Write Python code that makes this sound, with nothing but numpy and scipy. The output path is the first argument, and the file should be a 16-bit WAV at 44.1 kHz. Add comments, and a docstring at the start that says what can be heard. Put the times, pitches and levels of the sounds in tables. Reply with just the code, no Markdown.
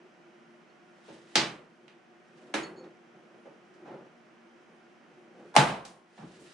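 """A hand riveter worked on a long aluminium frame gives three sharp snaps and some soft knocks: dying
noise rattles that excite the frame's modes and a diffuse tail in a concrete-floored workshop.
Two faint noise bursts come just before the loudest snap; gain control dips the level after it, then recovers.
Small steel parts ping as resonators under tiny contacts; hands shuffle and sleeves rustle as swelling noise.
A ventilation fan hums below as coloured air noise and narrow resonances."""
import sys
import numpy as np
from scipy import signal
from scipy.io import wavfile

SR = 44100
rng = np.random.default_rng(int(sys.argv[2]) if len(sys.argv) > 2 else 0)


def transcribe(signal):
    """Save signal, clipped to [-1, 1], as a 16-bit WAV file at the path in sys.argv[1]."""
    frames = np.atleast_2d(signal).T
    limited = np.clip(frames, -1, 1)
    pcm = np.round(limited * 32767).astype(np.int16)
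    wavfile.write(sys.argv[1], SR, pcm)


N = 287973

# Ventilation air noise, spectral density: hz, level_db (per Hz, relative)
FAN_AIR = [(25, -8), (60, -9.5), (130, -8.5), (200, -2.5), (350, -8.5), (530, -8), (740, -9), (950, -11.5),
           (1560, -11), (2900, -18.5), (3600, -28.5), (6000, -28.5), (9500, -46), (12000, -35)]
# Motor lines of the fan: hz, width_hz, level_db
FAN_LINES = [(234, 3.5, -68.5), (347.4, 14, -65), (617, 8.6, -75.5), (726, 10, -74.5), (1425, 12, -79),
             (5650, 150, -94.5), (9350, 8, -96.5)]
# Hand movements: start_s, hold_s, shuffle_db, rustle_db
MOVES = [(0, .01, -60, -84), (1.101, 0.053, -66.5, -62), (1.354, .02, -59, -60), (1.451, 0.4, -61, -78.5),
         (2.375, .05, -65, -71.5), (2.47, 0.025, -53.5, -71.5), (2.7, 0.13, -51.5, -76),
         (3.18, .13, -58.5, -86), (3.75, .05, -64, -84), (3.91, 0.044, -48, -91),
         (4.604, .15, -65.5, -83.5), (5.14, 0.19, -61.5, -89.5), (5.4, .03, -53, -75),
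         (5.5, 0.47, -59, -74), (6.182, 0.16, -63.5, -62.5), (6.39, .03, -55.5, -63.5),
         (6.5, .05, -64, -57.5)]
# Low frame resonances under the fingers: hz, width_hz, level_db (relative)
SHUFFLE_MODES = [(152.3, 153.7, -12), (194, 50, -9), (241, 44, -8.5), (365, 29, 5), (492, 140, 1),
                 (763, 220, -10), (1270, 500, -10.5)]
# Cloth and skin noise, spectral density: hz, level_db (per Hz, relative)
RUSTLE_COLOUR = [(710, -29.5), (1200, -8), (1260, -9.5), (1770, 1), (2030, -9), (2880, -3), (9000, -13),
                 (14000, -36)]
# Contacts of small steel parts: start_s, level_db, fade_s (amplitude falls by e)
PINGS = [(0.695, -76, 0.0069), (2.631, -42.5, 0.015), (2.761, -62, 0.028), (2.772, -64, 0.034)]
# Modes of the steel parts: hz, level_db (relative), t60_s
STEEL_MODES = [(4340, -11, .2), (4390, -7.5, .08), (6700, -14, .05)]
# Snaps, knocks, ticks, and two faint noise bursts just before the loudest snap:
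# start_s, thud_db, knock_db, knock_hz (centre), crack_db, crack_hz (centre),
# crack_fall_db (per octave above centre), rattle_s (amplitude falls by e), first_contact_db (over the rattle)
BURSTS = [(1.08, -60, -53, 450, -65, 3780, 18, 0.025, -12.5),
          (1.355, -33, -30, 330, -18.5, 4770, 19, 0.011, 2),
          (1.88, -73, -68, 400, -53.5, 2850, 12.5, 0.0027, 3.5),
          (2.539, -56, -31.5, 360, -31, 1970, 6, .013, -9),
          (2.839, -65.5, -56, 450, -65, 2200, 8.5, 0.012, -3),
          (3.342, -76.5, -54.5, 380, -87.5, 3000, 6.5, 0.0083, -15),
          (3.454, -68.5, -51, 450, -71, 1800, 10, .016, -12),
          (3.739, -75.5, -67.5, 600, -71.5, 6040, 15, 0.0047, 0.5),
          (3.852, -63, -53.5, 600, -78, 2500, 12.5, 0.069, -7.5),
          (3.935, -67, -53.5, 360, -82, 2500, 11, 0.0091, -15),
          (5.541, -69, -44, 800, -64, 5000, 3, 0.0087, -2),
          (5.552, -52.5, -33.5, 750, -49.5, 5000, -2, 0.014, -2),
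          (5.564, -23, -20, 800, -24, 2400, 4.5, 0.0073, 14),
          (5.67, -55, -41, 900, -39.5, 3000, 10.5, 0.035, -9),
          (5.85, -58, -50, 600, -44, 5070, 3.5, 0.006, -9),
          (6.177, -52.5, -52.5, 850, -64, 2820, 22, 0.037, -5.5),
          (6.215, -46.5, -56, 500, -80, 5500, 9, 0.026, -7),
          (6.394, -63, -58.5, 340, -65.5, 8100, -3, 0.037, -16)]
# Colour of the low thud: hz, level_db (relative)
THUD_COLOUR = [(50, -15.5), (130, -0.5), (220, -3.5), (400, -14), (900, -30.5), (9000, -68.5)]
# Modes of the aluminium frame: hz, level_db (relative), t60_s
FRAME_MODES = [(74, 0, .5), (170.4, -27, .3), (220.4, -15.5, 0.14), (325, 0, 0.35), (498.4, -23.5, 0.12),
               (561, -5, 0.26), (750, -16.5, 0.36), (853, -2.5, .3), (898, -6, 0.26), (1074, -20.5, 1),
               (1194, -5, 0.38), (1700, -5, .12), (1800, -6, .15)]
# Reverberation time of the workshop: hz, t60_s
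ROOM_T60 = [(100, 0.45), (260, 0.5), (700, 0.53), (1840, 0.41), (4850, 0.25), (12800, 0.39)]
# Stereo balance: hz, left_minus_right_db
BALANCE_DB = [(350, 0), (1000, -2), (2000, -2), (4000, -1)]
# Left-right correlation of far noise: hz, correlation
FAR_ALIKE = [(60, .6), (180, 0.55), (550, 0.2), (1650, 0.35), (5000, 0.54), (12000, 0.086)]
# Left-right correlation of the bursts and their tail: hz, correlation
TAIL_ALIKE = [(60, .96), (250, .98), (500, .7), (1000, .45), (2500, .55), (8000, .35)]
EDGES_HZ = 25 * 2 ** (np.arange(29) / 3)   # third-octave band edges

FAN_DB = -61
REST_SHUFFLE_DB, REST_RUSTLE_DB = -72, -83
GRIP_DB_PER_S, RELEASE_DB_PER_S = 109.5, 100
KNOCK_BELOW_DB, KNOCK_ABOVE_DB, CRACK_BELOW_DB = 11, 8.5, 4.5   # fall per octave from the centre
CONTACT_SHARE = 0.45   # the opening fades in this share of the rattle length
THUD_LAG_S, THUD_LENGTH_S = 0.006, 0.012   # the stand answers late
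FRAME_DB = -16.5
ROOM_DB, ROOM_ONSET_S = 2, 0.003
BASS_CUT_HZ, BASS_LEAK_DB = 110.3, -20.5
TOP_SHELF_HZ, TOP_LEAK_DB, CUTOFF_HZ = 11500, -21.5, 16500
DUCK_START_DB, DUCK_SHARE, RECOVER_DB_S = -37, 0.2, 4   # share: dB of cut per dB of excess
OVERLOAD = 0.95   # full-scale limit of the soft clipping


def from_db(db):
    """Logarithmic level: twenty decibels make a tenfold amplitude."""
    return 10 ** (np.asarray(db) / 20)


def rms_one(x):
    """Normalisation by mean power: scale to unit rms."""
    return x / np.sqrt(np.mean(x ** 2) + 1e-20)


def at_hz(points, hz):
    """Linear interpolation of a table over log frequency."""
    table = np.array(points)
    return np.interp(np.log(hz), np.log(table[:, 0]), table[:, 1])


def band(x, low_hz, high_hz):
    """Causal Butterworth filtering: pass one frequency band."""
    sos = signal.butter(2, [low_hz, high_hz], "band", fs=SR, output="sos")
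    return signal.sosfilt(sos, x + 1e-18)


def drift(rate_hz):
    """Low-passed chance: a slow random curve of unit rms from two equal poles."""
    step = 40   # samples between slow values
    pole = np.exp(-2 * np.pi * rate_hz * step / SR)
    white = rng.standard_normal(N // step + 2002)
    slow = signal.lfilter([1], [1, -2 * pole, pole * pole], white)[2000:]   # drop the start-up
    return np.interp(np.arange(N) / step, np.arange(len(slow)), rms_one(slow))


def ring(force, hz, t60):
    """Modal resonance: a unit impulse starts a decaying sine of height 1."""
    radius = from_db(-60 / (t60 * SR))
    angle = 2 * np.pi * hz / SR
    return signal.lfilter([0, np.sin(angle)], [1, -2 * radius * np.cos(angle), radius ** 2], force + 1e-18)


def resonance(x, hz, width_hz):
    """Damping and bandwidth: a wider resonance decays sooner."""
    return ring(x, hz, np.log(1000) / (np.pi * width_hz))


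def diffuse(shape, likeness, grit_db=0, size=1):
    """Partly correlated stereo noise: shape(hz) drives bands of size thirds of an octave."""
    white = rng.standard_normal((2, 2, N))
    white = white * from_db(grit_db * rng.standard_normal(N))   # uneven grains
    out = 0
    for k, (low, high) in enumerate(zip(EDGES_HZ[::size], EDGES_HZ[size::size])):
        hz = np.sqrt(low * high)
        mid, side = band(shape(hz) * white[k % 2], low, high)   # neighbouring bands are unrelated
        alike = np.clip(at_hz(likeness, hz), -1, 1)
        lean_db = at_hz(BALANCE_DB, hz) / 2
        pair = np.sqrt(1 + alike) * mid + np.sqrt(1 - alike) * side * [[1], [-1]]
        out = out + pair * from_db([[lean_db], [-lean_db]])
    return out


def fan():
    """Broadband flow noise plus narrow-band resonance: smooth far air and wavering motor lines."""
    air = from_db(FAN_DB) * rms_one(diffuse(lambda hz: from_db(at_hz(FAN_AIR, hz)), FAR_ALIKE))
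    white = rng.standard_normal(N)
    lines = sum(from_db(db) * rms_one(resonance(white, hz, width)) for hz, width, db in FAN_LINES)
    return air + lines


def effort(rest_db, peaks_db):
    """Addition of powers: each move swells, holds and fades over a quiet rest; gives a gain."""
    t = np.arange(N) / SR
    power = from_db(2 * rest_db)   # doubled decibels give power
    for (start, hold, *_), peak_db in zip(MOVES, peaks_db):
        grip_db = GRIP_DB_PER_S * np.maximum(start - t, 0)
        release_db = RELEASE_DB_PER_S * np.maximum(t - start - hold, 0)
        power = power + from_db(2 * (peak_db - grip_db - release_db))
    return np.sqrt(power)


def hands():
    """Friction excitation: lumpy finger noise in low frame resonances; cloth and skin rustle above."""
    *_, shuffle_db, rustle_db = np.transpose(MOVES)
    rub = rng.standard_normal(N) * from_db(2.5 * drift(14))
    low = sum(from_db(db) * rms_one(resonance(rub, hz, width)) for hz, width, db in SHUFFLE_MODES)
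    shuffle = effort(REST_SHUFFLE_DB, shuffle_db) * rms_one(band(low, 130, 2500))
    cloth = rms_one(diffuse(lambda hz: from_db(at_hz(RUSTLE_COLOUR, hz)), FAR_ALIKE))
    rustle = effort(REST_RUSTLE_DB, rustle_db) * from_db(1.5 * drift(25)) * cloth
    return shuffle + rustle


def pings():
    """Modal excitation by repeated contact: fading runs of tiny touches ring small steel parts."""
    t = np.arange(N) / SR
    force = np.zeros(N)
    for start, db, fade_s in PINGS:
        force += from_db(db) * (t >= start) * np.exp(-np.maximum(t - start, 0) / fade_s)
    force = band(force * rng.standard_normal(N), 3500, 8500)
    # the root offsets the greater build-up of long modes
    return sum(from_db(db) * ring(force, hz, t60) * np.sqrt(100 / (t60 * SR)) for hz, db, t60 in STEEL_MODES)


def hump_db(hz, centre_hz, below_db, above_db):
    """Spectral peak: a level falling by so many dB per octave on either side."""
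    octaves = np.log2(hz / centre_hz)
    return -above_db * octaves if octaves > 0 else below_db * octaves


def rattle_power(hz):
    """Exponential decay of power near hz: a rattle opens sharply or swells in softly; a thud follows."""
    power = np.zeros(N + SR // 2)
    t = np.arange(SR // 4) / SR
    thump = t / THUD_LENGTH_S * np.exp(-2 * t / THUD_LENGTH_S) * 2 * np.e   # peak of 1
    for start, thud_db, knock_db, knock_hz, crack_db, crack_hz, fall_db, rattle_s, first_db in BURSTS:
        knock = from_db(knock_db + hump_db(hz, knock_hz, KNOCK_BELOW_DB, KNOCK_ABOVE_DB))
        crack = from_db(crack_db + hump_db(hz, crack_hz, CRACK_BELOW_DB, fall_db))
        fade = np.exp(-2 * t / max(rattle_s, .0005))
        opening = 1 + (from_db(2 * first_db) - 1) * fade ** (1 / CONTACT_SHARE)
        power[round(start * SR):][:len(t)] += (knock ** 2 + crack ** 2) * fade * opening
        thud = from_db(thud_db + at_hz(THUD_COLOUR, hz))
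        power[round((start + THUD_LAG_S) * SR):][:len(t)] += thud ** 2 * thump
    return power[:N] * SR / hz   # levels count per octave


def bursts():
    """Noise burst and modal response: a direct, gritty rattle in broad, quick bands also rings the frame."""
    rattle = diffuse(lambda hz: np.sqrt(rattle_power(hz)), TAIL_ALIKE, grit_db=0.5, size=2)
    frame = sum(from_db(db) * ring(rattle, hz, t60) * np.sqrt(20 / (t60 * SR)) for hz, db, t60 in FRAME_MODES)
    return rattle + from_db(FRAME_DB) * frame


def workshop():
    """Reverberant energy storage: bursts fill the room in milliseconds, then decay band by band."""
    fill = np.exp(-1 / (ROOM_ONSET_S * SR))

    def tail(hz):
        """Exponential energy decay: the amplitude of the stored sound near hz."""
        keep = from_db(-120 / (at_hz(ROOM_T60, hz) * SR))   # power falls 60 dB in t60
        stored = signal.lfilter([1 - fill], [1, -fill], rattle_power(hz) + 1e-18)
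        return np.sqrt(signal.lfilter([1 - keep], [1, -keep], stored))

    return from_db(ROOM_DB) * diffuse(tail, TAIL_ALIKE)


def scene():
    """Superposition: the work at the frame and its room tail sound over the fan."""
    return fan() + hands() + pings() + bursts() + workshop()


def shelf(x, kind, hz, leak_db):
    """Parallel filtering: a steep cut plus a weak unfiltered leak."""
    cut = signal.sosfilt(signal.cheby2(8, 40, hz, kind, fs=SR, output="sos"), x)
    return cut + from_db(leak_db) * x


def record(dry):
    """Band limits and compression: bass and top are lost, loud sound ducks the gain, peaks are rounded."""
    heard = shelf(dry, "high", BASS_CUT_HZ, BASS_LEAK_DB)
    heard = shelf(heard, "low", TOP_SHELF_HZ, TOP_LEAK_DB)
    power = signal.lfilter([.002], [1, -.998], np.mean(heard ** 2, axis=0))
    level_db = 10 * np.log10(power + 1e-12)
    duck_db = DUCK_SHARE * np.maximum(level_db - DUCK_START_DB, 0)
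    ramp_db = RECOVER_DB_S * np.arange(N) / SR
    held_db = np.maximum.accumulate(duck_db + ramp_db) - ramp_db   # instant cut, steady recovery
    rounded = OVERLOAD * np.tanh(heard * from_db(-held_db) / OVERLOAD)
    return signal.sosfilt(signal.cheby2(12, 70, CUTOFF_HZ, fs=SR, output="sos"), rounded)


dry = scene()
out = record(dry)
transcribe(out)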